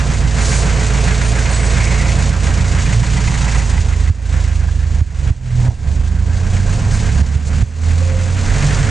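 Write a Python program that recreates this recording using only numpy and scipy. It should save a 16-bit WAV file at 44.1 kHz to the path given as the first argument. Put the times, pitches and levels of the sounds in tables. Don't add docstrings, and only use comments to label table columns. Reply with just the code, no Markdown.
import sys
import numpy as np
from scipy import signal
from scipy.fft import rfft, irfft
from scipy.io import wavfile
from scipy.ndimage import uniform_filter1d, minimum_filter1d

SR = 44100
rng = np.random.default_rng(int(sys.argv[2]) if len(sys.argv) > 2 else 0)


def transcribe(signal):
    frames = np.atleast_2d(signal).T
    limited = np.clip(frames, -1, 1)
    pcm = np.round(limited * 32767).astype(np.int16)
    wavfile.write(sys.argv[1], SR, pcm)


N = 392490
TIME = np.arange(N) / SR
BINS = np.fft.rfftfreq(N, 1 / SR)

# time_s, heave_db
HEAVE_OVER_TIME = [(0.0, -31), (1.5, -34), (3.3, -28), (4.5, -34), (5.6, -23.5), (6.15, -27.5), (6.9, -19),
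                   (7.5, -26), (8.25, -26), (8.62, -18), (8.9, -21)]


def amp(db):
    return 10 ** (np.asarray(db) / 20)


def unit(x):
    return x / np.sqrt(np.mean(x ** 2) + 1e-20)


def curves(table):
    s, *columns = np.transpose(table)
    return [np.interp(TIME, s, column) for column in columns]


def over_bins(points):
    hz, value = np.transpose(points)
    return np.interp(np.log(BINS + 1), np.log(hz + 1), value)


def wander(hz):
    return unit(irfft(rfft(rng.standard_normal(N)) / (1 + (BINS / hz) ** 4), N))


def bell(centre_s, half_s):
    return np.exp(-((TIME - centre_s) / half_s) ** 2)


def body_colour(spectrum):
    # pitch_hz, width_hz, lift_db
    panels = [(430.6, 16, 5), (552, 33, 3), (630, 34, 1.5), (1215, 21, 2), (1583, 16, 6), (1770, 33, -1.5),
              (2070, 7.1, 5), (6540, 130, 0.5)]
    lift_db = sum(db / (1 + (2 * (BINS - hz) / width) ** 2) for hz, width, db in panels)
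    treble_cut = 1 + (BINS / spectrum[-1][0]) ** 8
    return amp(over_bins(spectrum) + lift_db) / treble_cut


def noise(spectrum, drive=1):
    # pitch_hz, likeness (0 to 1)
    likeness = [(60, 1), (130, 0.59), (280, 0.99), (560, 1), (1150, 0.57), (2200, 0.67), (2900, 1),
                (4600, 1), (6100, 1), (8000, 0.79)]
    common, apart = rfft(rng.standard_normal((2, N)) * drive)
    same = np.clip(over_bins(likeness), 0, 1)
    mid = common * np.sqrt(1 + same)
    side = apart * np.sqrt(1 - same)
    return unit(irfft(np.array([mid + side, mid - side]) * body_colour(spectrum), N))


def follow(law):
    # time_s, road_db
    road = [(0.0, -23.5), (0.15, -22.5), (0.26, -27), (0.38, -21.5), (2.0, -21.5), (2.9, -23.5),
            (3.55, -23), (4.0, -31), (4.35, -29), (4.75, -36), (5.3, -31), (5.65, -32), (6.2, -37.5),
            (6.5, -29.5), (7.0, -27), (7.95, -30), (8.35, -28), (8.58, -21.5), (8.9, -23.5)]
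    mean_db, road_share, heave_share = law
    (road_db,), (heave_db,) = curves(road), curves(HEAVE_OVER_TIME)
    road_change_db = road_db - road_db.mean()
    heave_change_db = heave_db - heave_db.mean()
    return amp(mean_db + road_share * road_change_db + heave_share * heave_change_db)


def surge():
    # cycles, rate_hz
    surge_settings = (.015, 3.5)
    cycles, rate_hz = surge_settings
    (heave_db,) = curves(HEAVE_OVER_TIME)
    return cycles * np.sqrt(amp(heave_db - heave_db.max())) * wander(rate_hz)


def engine_motion():
    # time_s, speed_cycles_per_s
    speed_table = [(0.0, 28.93), (0.8, 28.7), (1.5, 28.83), (2.7, 28.38), (3.5, 29.2), (3.82, 25.29),
                   (4.2, 28.1), (4.58, 25.51), (5.0, 25.54), (5.48, 20.74), (5.7, 21.32), (6.0, 25.15),
                   (6.45, 29.98), (7.05, 33.95), (7.97, 42.0), (8.9, 50.46)]
    first_push_s = .0056
    (speed,) = curves(speed_table)
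    turns = np.cumsum(speed) / SR - first_push_s * speed[0] + surge()
    return speed, turns


def cab_db(hz):
    # pitch_hz, level_db
    cab_response = [(42, -28), (52, -19), (57, -14.5), (62, -27), (71, -13.5), (83, -14), (92, -14.5),
                    (101, -17), (113, -21), (128, -28), (143, -23.5), (158, -36), (173, -29), (191, -28.5),
                    (216, -38), (230, -31), (244, -37), (259, -33.5), (290, -42.5), (320, -40.5),
                    (360, -53.5), (440, -44), (570, -42.5), (620, -45), (670, -39), (800, -61)]
    return np.interp(hz, *np.transpose(cab_response))


def order_levels(speed):
    # time_s, second_db, third_db, fourth_db
    main_orders = [(0, .5, -12, -6), (1.9, .5, -9.5, -2.5), (2.35, -.7, -1.5, -7), (2.75, -2, -2.5, -11),
                   (3.0, -0.5, -17, -1.5), (3.45, 2, -16, -4), (3.7, 1.5, -3, -8), (5.0, 2, -2.5, -10),
                   (5.5, 3, -1, -6), (5.97, 2.5, -2, -13.5), (6.44, -7.5, -2, -1.5), (7.2, 1.5, -1, -5),
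                   (7.6, 0, -17, -11), (8.0, 1.5, -5, -11), (8.57, -3.5, 0.5, -12), (8.9, -2, 4.5, -16)]
    return [db + cab_db(k * speed) for k, db in enumerate(curves(main_orders), 2)]


def engine(turns, speed, boom_db):
    # multiple of the cycle rate, level_db
    overtones = [(2.75, -13), (3.25, -15), (4.5, -10), (5, -5), (5.5, -8), (6, -.5), (7, -7), (8, -10),
                 (8.5, -8), (9, -12), (11, -5), (12, -5), (13.5, -8)]
    load_share = 0.9
    load_db = load_share * (boom_db - boom_db[0])
    angle = 2 * np.pi * turns
    drone, weaker = 0, 0
    for k, db in enumerate(order_levels(speed), 2):
        drone += amp(db) * (1 + .06 * wander(12)) * np.cos(k * angle)
    for k, db in overtones:
        level_db = db + cab_db(k * speed) + 2 * wander(2)
        weaker += amp(level_db) * np.sin(k * angle + .25 * wander(4))
    return np.sqrt(2) * (drone + amp(load_db) * weaker)


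def rocking(turns):
    # average_db, dB per dB of road, dB per dB of heave
    law = (-30, 0.2, 1)
    return follow(law) * unit(np.sin(2 * np.pi * turns))


def shaking(turns, cycle_db, firing_db, sway_db, grain_db, clump_db, sway_peak_s=0.8166):
    angle = 2 * np.pi * turns
    kick = sum(np.sin(k * (angle + 1.5)) / k for k in range(1, 6))
    beat_db = cycle_db * kick + firing_db * np.cos(3 * angle)
    sway = np.cos((angle - np.interp(sway_peak_s, TIME, angle)) / 4)
    chatter_db = grain_db * wander(600) + clump_db * wander(16.6)
    return amp(beat_db + sway_db * sway + chatter_db)


def lope(turns, spectrum, drive=1, count=200):
    pattern = irfft(np.r_[0, np.exp(2j * np.pi * rng.random(count))], 4096)
    pushes = np.interp(turns / 4 % 1, np.linspace(0, 1, len(pattern)), pattern)
    return unit(irfft(rfft(pushes * drive) * body_colour(spectrum), N))


def rumble():
    # (per Hz, relative)
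    spectrum = [(10, -26.5), (22, -3), (30, -5.5), (42, 4.5), (60, -4), (85, -7), (120, -11), (220, -48.5)]
    # average_db, dB per dB of road, dB per dB of heave
    law = (-25, -0.04, 0.99)
    return follow(law) * noise(spectrum)


def boom(turns, boom_db):
    # (per Hz, relative)
    spectrum = [(60, -13), (95, -2.5), (135, 2.5), (175, -5.5), (210, -9.5), (245, -11.5), (290, -18.5),
                (345, -25), (700, -75)]
    noise_db, lope_db = -10, -7.5
    drive = shaking(turns, cycle_db=0.0, firing_db=2.5, sway_db=2.5, grain_db=2.5, clump_db=2.4)
    random_part = amp(noise_db) * noise(spectrum, drive)
    locked_part = amp(lope_db) * lope(turns, spectrum)
    return amp(boom_db) * (random_part + locked_part)


def roar(turns):
    # (per Hz, relative)
    spectrum = [(200, -7), (350, -4.5), (440, -0.5), (540, -1), (610, -5), (690, 0), (860, -5.5),
                (1000, -3), (1250, -11.5), (2200, -36)]
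    # average_db (before the other levels), dB per dB of road, dB per dB of heave
    law = (-33, 0.85, 0.082)
    # time_s, level_db
    ease = [(0, 0.5), (2.7, -0.5), (3.2, -6), (3.6, -3), (4.2, -1.5), (5.5, -3), (5.9, 1), (6.6, 0.5),
            (7.5, -0.5), (8.9, -1)]
    noise_db, lope_db = -4, -2
    (ease_db,) = curves(ease)
    throb = shaking(turns, cycle_db=0.0, firing_db=-0.5, sway_db=0.2, grain_db=0.5, clump_db=1.17)
    random_part = amp(noise_db) * noise(spectrum, throb)
    locked_part = amp(lope_db) * lope(turns, spectrum, throb)
    return amp(ease_db) * follow(law) * (random_part + locked_part)


def clatter(turns):
    # (per Hz, relative)
    spectrum = [(700, -20), (1100, -6), (1300, -2.5), (1580, -0.5), (1800, -0.5), (2080, -1.5),
                (2500, -5.5), (3000, -12), (5000, -22.5)]
    # average_db, dB per dB of road, dB per dB of heave
    law = (-34, 0.98, -0.025)
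    drive = shaking(turns, cycle_db=1.15, firing_db=-0.4, sway_db=2.0, grain_db=0.8, clump_db=1.3)
    return follow(law) * noise(spectrum, drive)


def hiss(turns):
    # (per Hz, relative)
    spectrum = [(1200, -7), (2600, 1), (3400, -1.5), (4400, 0), (5300, -1.5), (6700, 2.5), (8000, -1),
                (8800, -4), (9300, -12.5), (10300, -15), (11300, -38.5)]
    # average_db, dB per dB of road, dB per dB of heave
    law = (-33, 0.91, 0.018)
    drive = shaking(turns, cycle_db=1.46, firing_db=0.0, sway_db=-0.42, grain_db=-0.64, clump_db=1.16)
    return follow(law) * noise(spectrum, drive)


def rattles(turns):
    # centre_s, half_length_s, pitch_hz, width_hz, level_db
    buzzes = [(1.0, 0.66, 2360, 700, -40), (1.918, 0.25, 2130, 500, -29), (3.45, 0.36, 920, 400, -35.5),
              (4.7, 0.54, 1690, 120, -51), (6.797, 0.86, 1610, 303, -42), (6.756, 0.9, 190, 55, -29.5),
              (8.657, 0.27, 1730, 900, -32)]
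    drive = shaking(turns, cycle_db=1.0, firing_db=-1.0, sway_db=1.5, grain_db=3.5, clump_db=3.0)
    chatter = rfft(rng.standard_normal(N) * drive)
    out = np.zeros(N)
    for s, half_s, hz, width_hz, db in buzzes:
        resonance = 1 / (1 + (2 * (BINS - hz) / width_hz) ** 2)
        out += amp(db) * bell(s, half_s) * unit(irfft(chatter * resonance, N))
    return out


def singing():
    # start_s, end_s, start_hz, end_hz, level_db, flutter_db
    notes = [(7.98, 8.33, 527, 522, -32.5, 2.5), (6.62, 6.8, 188, 194, -26, 2),
             (.68, .83, 495, 460, -35, 2), (2.02, 2.14, 528, 538, -35, 2), (.3, 1.95, 432, 432, -39, 2),
             (.3, 2.6, 663, 658, -46, 2), (1.48, 1.58, 7876, 7880, -33, 5),
             (1.55, 1.73, 7876, 7876, -37, 4), (1.7, 2.0, 7876, 7870, -48, 4),
             (1.42, 1.62, 4393, 4393, -44, 4), (1.2, 1.66, 5755, 5755, -46, 4),
             (1.19, 1.4, 8800, 8800, -39, 4), (1.48, 1.75, 8780, 8790, -41, 4)]
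    out = np.zeros(N)
    for start, end, first_hz, last_hz, db, flutter_db in notes:
        along = np.clip((TIME - start) / (end - start), 0, 1)
        unsteady_hz = .11 * np.sqrt(first_hz) * wander(25)
        hz = first_hz + (last_hz - first_hz) * along + unsteady_hz
        flutter = unit(amp(flutter_db * wander(35)))
        swell = np.sqrt(abs(np.sin(np.pi * along))) * flutter
        out += amp(db) * swell * np.sqrt(2) * np.sin(2 * np.pi * np.cumsum(hz) / SR)
    return out


def sprays():
    # centre_s, half_length_s, level_db
    swishes = [(0.52, 0.13, -25.5), (3.455, 0.0048, -29), (3.587, 0.037, -33), (6.946, 0.033, -31.5),
               (7.476, 0.021, -30.5)]
    # (per Hz, relative)
    spectrum = [(2000, -36), (4000, -6.5), (5500, -5.5), (6800, -0.5), (8300, -5), (9300, -8), (11000, -24)]
    swell = sum(amp(db) * bell(s, half_s) for s, half_s, db in swishes)
    return swell * noise(spectrum)


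def chinks(size=4096):
    # time_s, peak_db (before the trim), own_pitch_hz
    hits = [(0.6908, -23, 1970), (0.808, -19, 2000), (0.9444, -22, 2100), (1.0794, -20, 1740),
            (1.112, -24, 1630), (1.2466, -22, 1590), (1.328, -26, 2070), (1.385, -17, 1610),
            (1.4566, -17, 2100), (1.5244, -25, 2100), (1.5963, -20, 2150), (1.9425, -24, 1950),
            (2.8599, -22.5, 2440), (2.895, -21, 1840), (2.929, -20, 2100), (3.034, -18, 1900),
            (3.1735, -20.5, 2020), (3.203, -30, 2010), (3.276, -17, 2070), (3.3407, -21, 1980),
            (3.4133, -22, 2060), (3.481, -17, 2020), (3.5543, -17.5, 1980), (3.5917, -24, 1980),
            (3.7365, -25, 1910), (3.7742, -20, 2030), (3.9355, -25, 2060), (4.076, -26, 2020),
            (4.364, -33, 1660), (4.4438, -28, 2120), (4.6844, -27, 1660)]
    # pitch_hz, width_hz, level_db (before ringing twice over)
    nearby_metal = [(1000, 150, -3), (1290, 150, -7.5), (1580, 130, -9), (2450, 800, -6)]
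    own_width_hz, rise_s, trim_db = 160, 0.0048, 0.5
    out, hz = np.zeros(N + size), np.fft.rfftfreq(size, 1 / SR)
    age = np.arange(size) / SR / rise_s
    for s, db, own_hz in hits:
        modes = [(own_hz, own_width_hz, 0), *nearby_metal]
        ring = sum(amp(level) / (1 + 2j * (hz - f) / width) for f, width, level in modes)
        scrape = rfft(rng.standard_normal(size) * age * np.exp(-age))
        chink = irfft(scrape * abs(ring) ** 2 * np.exp(1j * np.angle(ring)), size)
        first = int((s - rise_s / 2) * SR)
        out[first:][:size] += amp(db + trim_db) * chink / abs(chink).max()
    return out[:N]


def groans():
    # start_s, end_s, start_hz, end_hz, level_db, rasp_db (before the once-a-swing pulsing)
    low_notes = [(2.9, 3.03, 117, 113, -14.5, -42), (5.17, 5.35, 142, 126, -20.5, -42),
                 (5.32, 5.75, 128, 119, -13, -32), (8.54, 8.74, 138, 148, -16, -40)]
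    # (per Hz, relative)
    rasp_spectrum = [(280, 1), (450, -4.5), (740, 1.5), (930, 0.5), (1100, -12), (1500, -20)]
    octave_db = -27.5
    out, scrape = np.zeros((2, N)), noise(rasp_spectrum)
    for start, end, first_hz, last_hz, db, rasp_db in low_notes:
        along = np.clip((TIME - start) / (end - start), 0, 1)
        hz = first_hz + (last_hz - first_hz) * along + .5 * wander(25)
        angle = 2 * np.pi * np.cumsum(hz) / SR
        swell = abs(np.sin(np.pi * along ** 1.3)) ** .5
        note = np.sin(angle) + amp(octave_db) * np.sin(2 * angle)
        out += amp(db) * swell * np.sqrt(2) * note
        rasp_swell = np.sin(np.pi * along ** 6)
        out += amp(rasp_db) * rasp_swell * (1 + np.cos(angle)) * scrape
    return out


def jolts():
    # time_s, peak_db (before the low cut and the limiter)
    bumps = [(2.97, -14), (3.793, -6), (4.108, 7.5), (5.021, 6.5), (5.313, 9.5), (5.692, 5), (7.224, 1),
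             (7.363, 1), (7.634, 9)]
    half_s, throb_hz = .006, 78
    return sum(amp(db) * bell(s, half_s) * np.cos(2 * np.pi * throb_hz * (TIME - s)) for s, db in bumps)


def scene():
    # time_s, level_db
    boom_level = [(0.0, -15), (1.6, -17.5), (2.2, -14), (3.5, -16.5), (3.9, -23), (4.35, -21), (4.7, -24.5),
                  (5.3, -23), (5.6, -23), (5.95, -21), (6.2, -25), (7.0, -16), (7.5, -16.5), (8.1, -21.5),
                  (8.62, -13), (8.9, -12.5)]
    # pitch_hz, difference_db
    left_right = [(40, -6), (70, -5.5), (130, -3), (300, 0.3), (1100, -2), (3400, 0), (6000, -0.47),
                  (9000, 2)]
    (boom_db,) = curves(boom_level)
    speed, turns = engine_motion()
    cab = engine(turns, speed, boom_db) + rocking(turns)
    cab = cab + rumble() + boom(turns, boom_db) + roar(turns)
    cab = cab + clatter(turns) + hiss(turns) + rattles(turns)
    cab = cab + singing() + sprays() + chinks() + groans() + jolts()
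    low_cut = BINS ** 2 / (BINS ** 2 + 12 ** 2)
    balance = amp(np.outer([.5, -.5], over_bins(left_right)))
    return irfft(rfft(cab) * low_cut * balance, N)


def record(dry, ceiling_db=-1.15, hold=0.089, recover_db_per_s=70):
    over_db = np.maximum(20 * np.log10(abs(dry).max(0) + 1e-9) - ceiling_db, 0)
    half = int(hold * SR / 2)
    held_db = -minimum_filter1d(-over_db, 2 * half + 1, origin=half - 110)
    climb_db = recover_db_per_s * TIME
    duck_db = np.maximum.accumulate(held_db + climb_db) - climb_db
    smooth_duck_db = uniform_filter1d(duck_db, size=130)
    limited = np.clip(dry * amp(-smooth_duck_db), -1, 1)
    treble_limit = signal.firwin(511, 11300, window=("kaiser", 9), fs=SR)
    return signal.oaconvolve(limited, treble_limit[None], "same")


dry = scene()
out = record(dry)
transcribe(out)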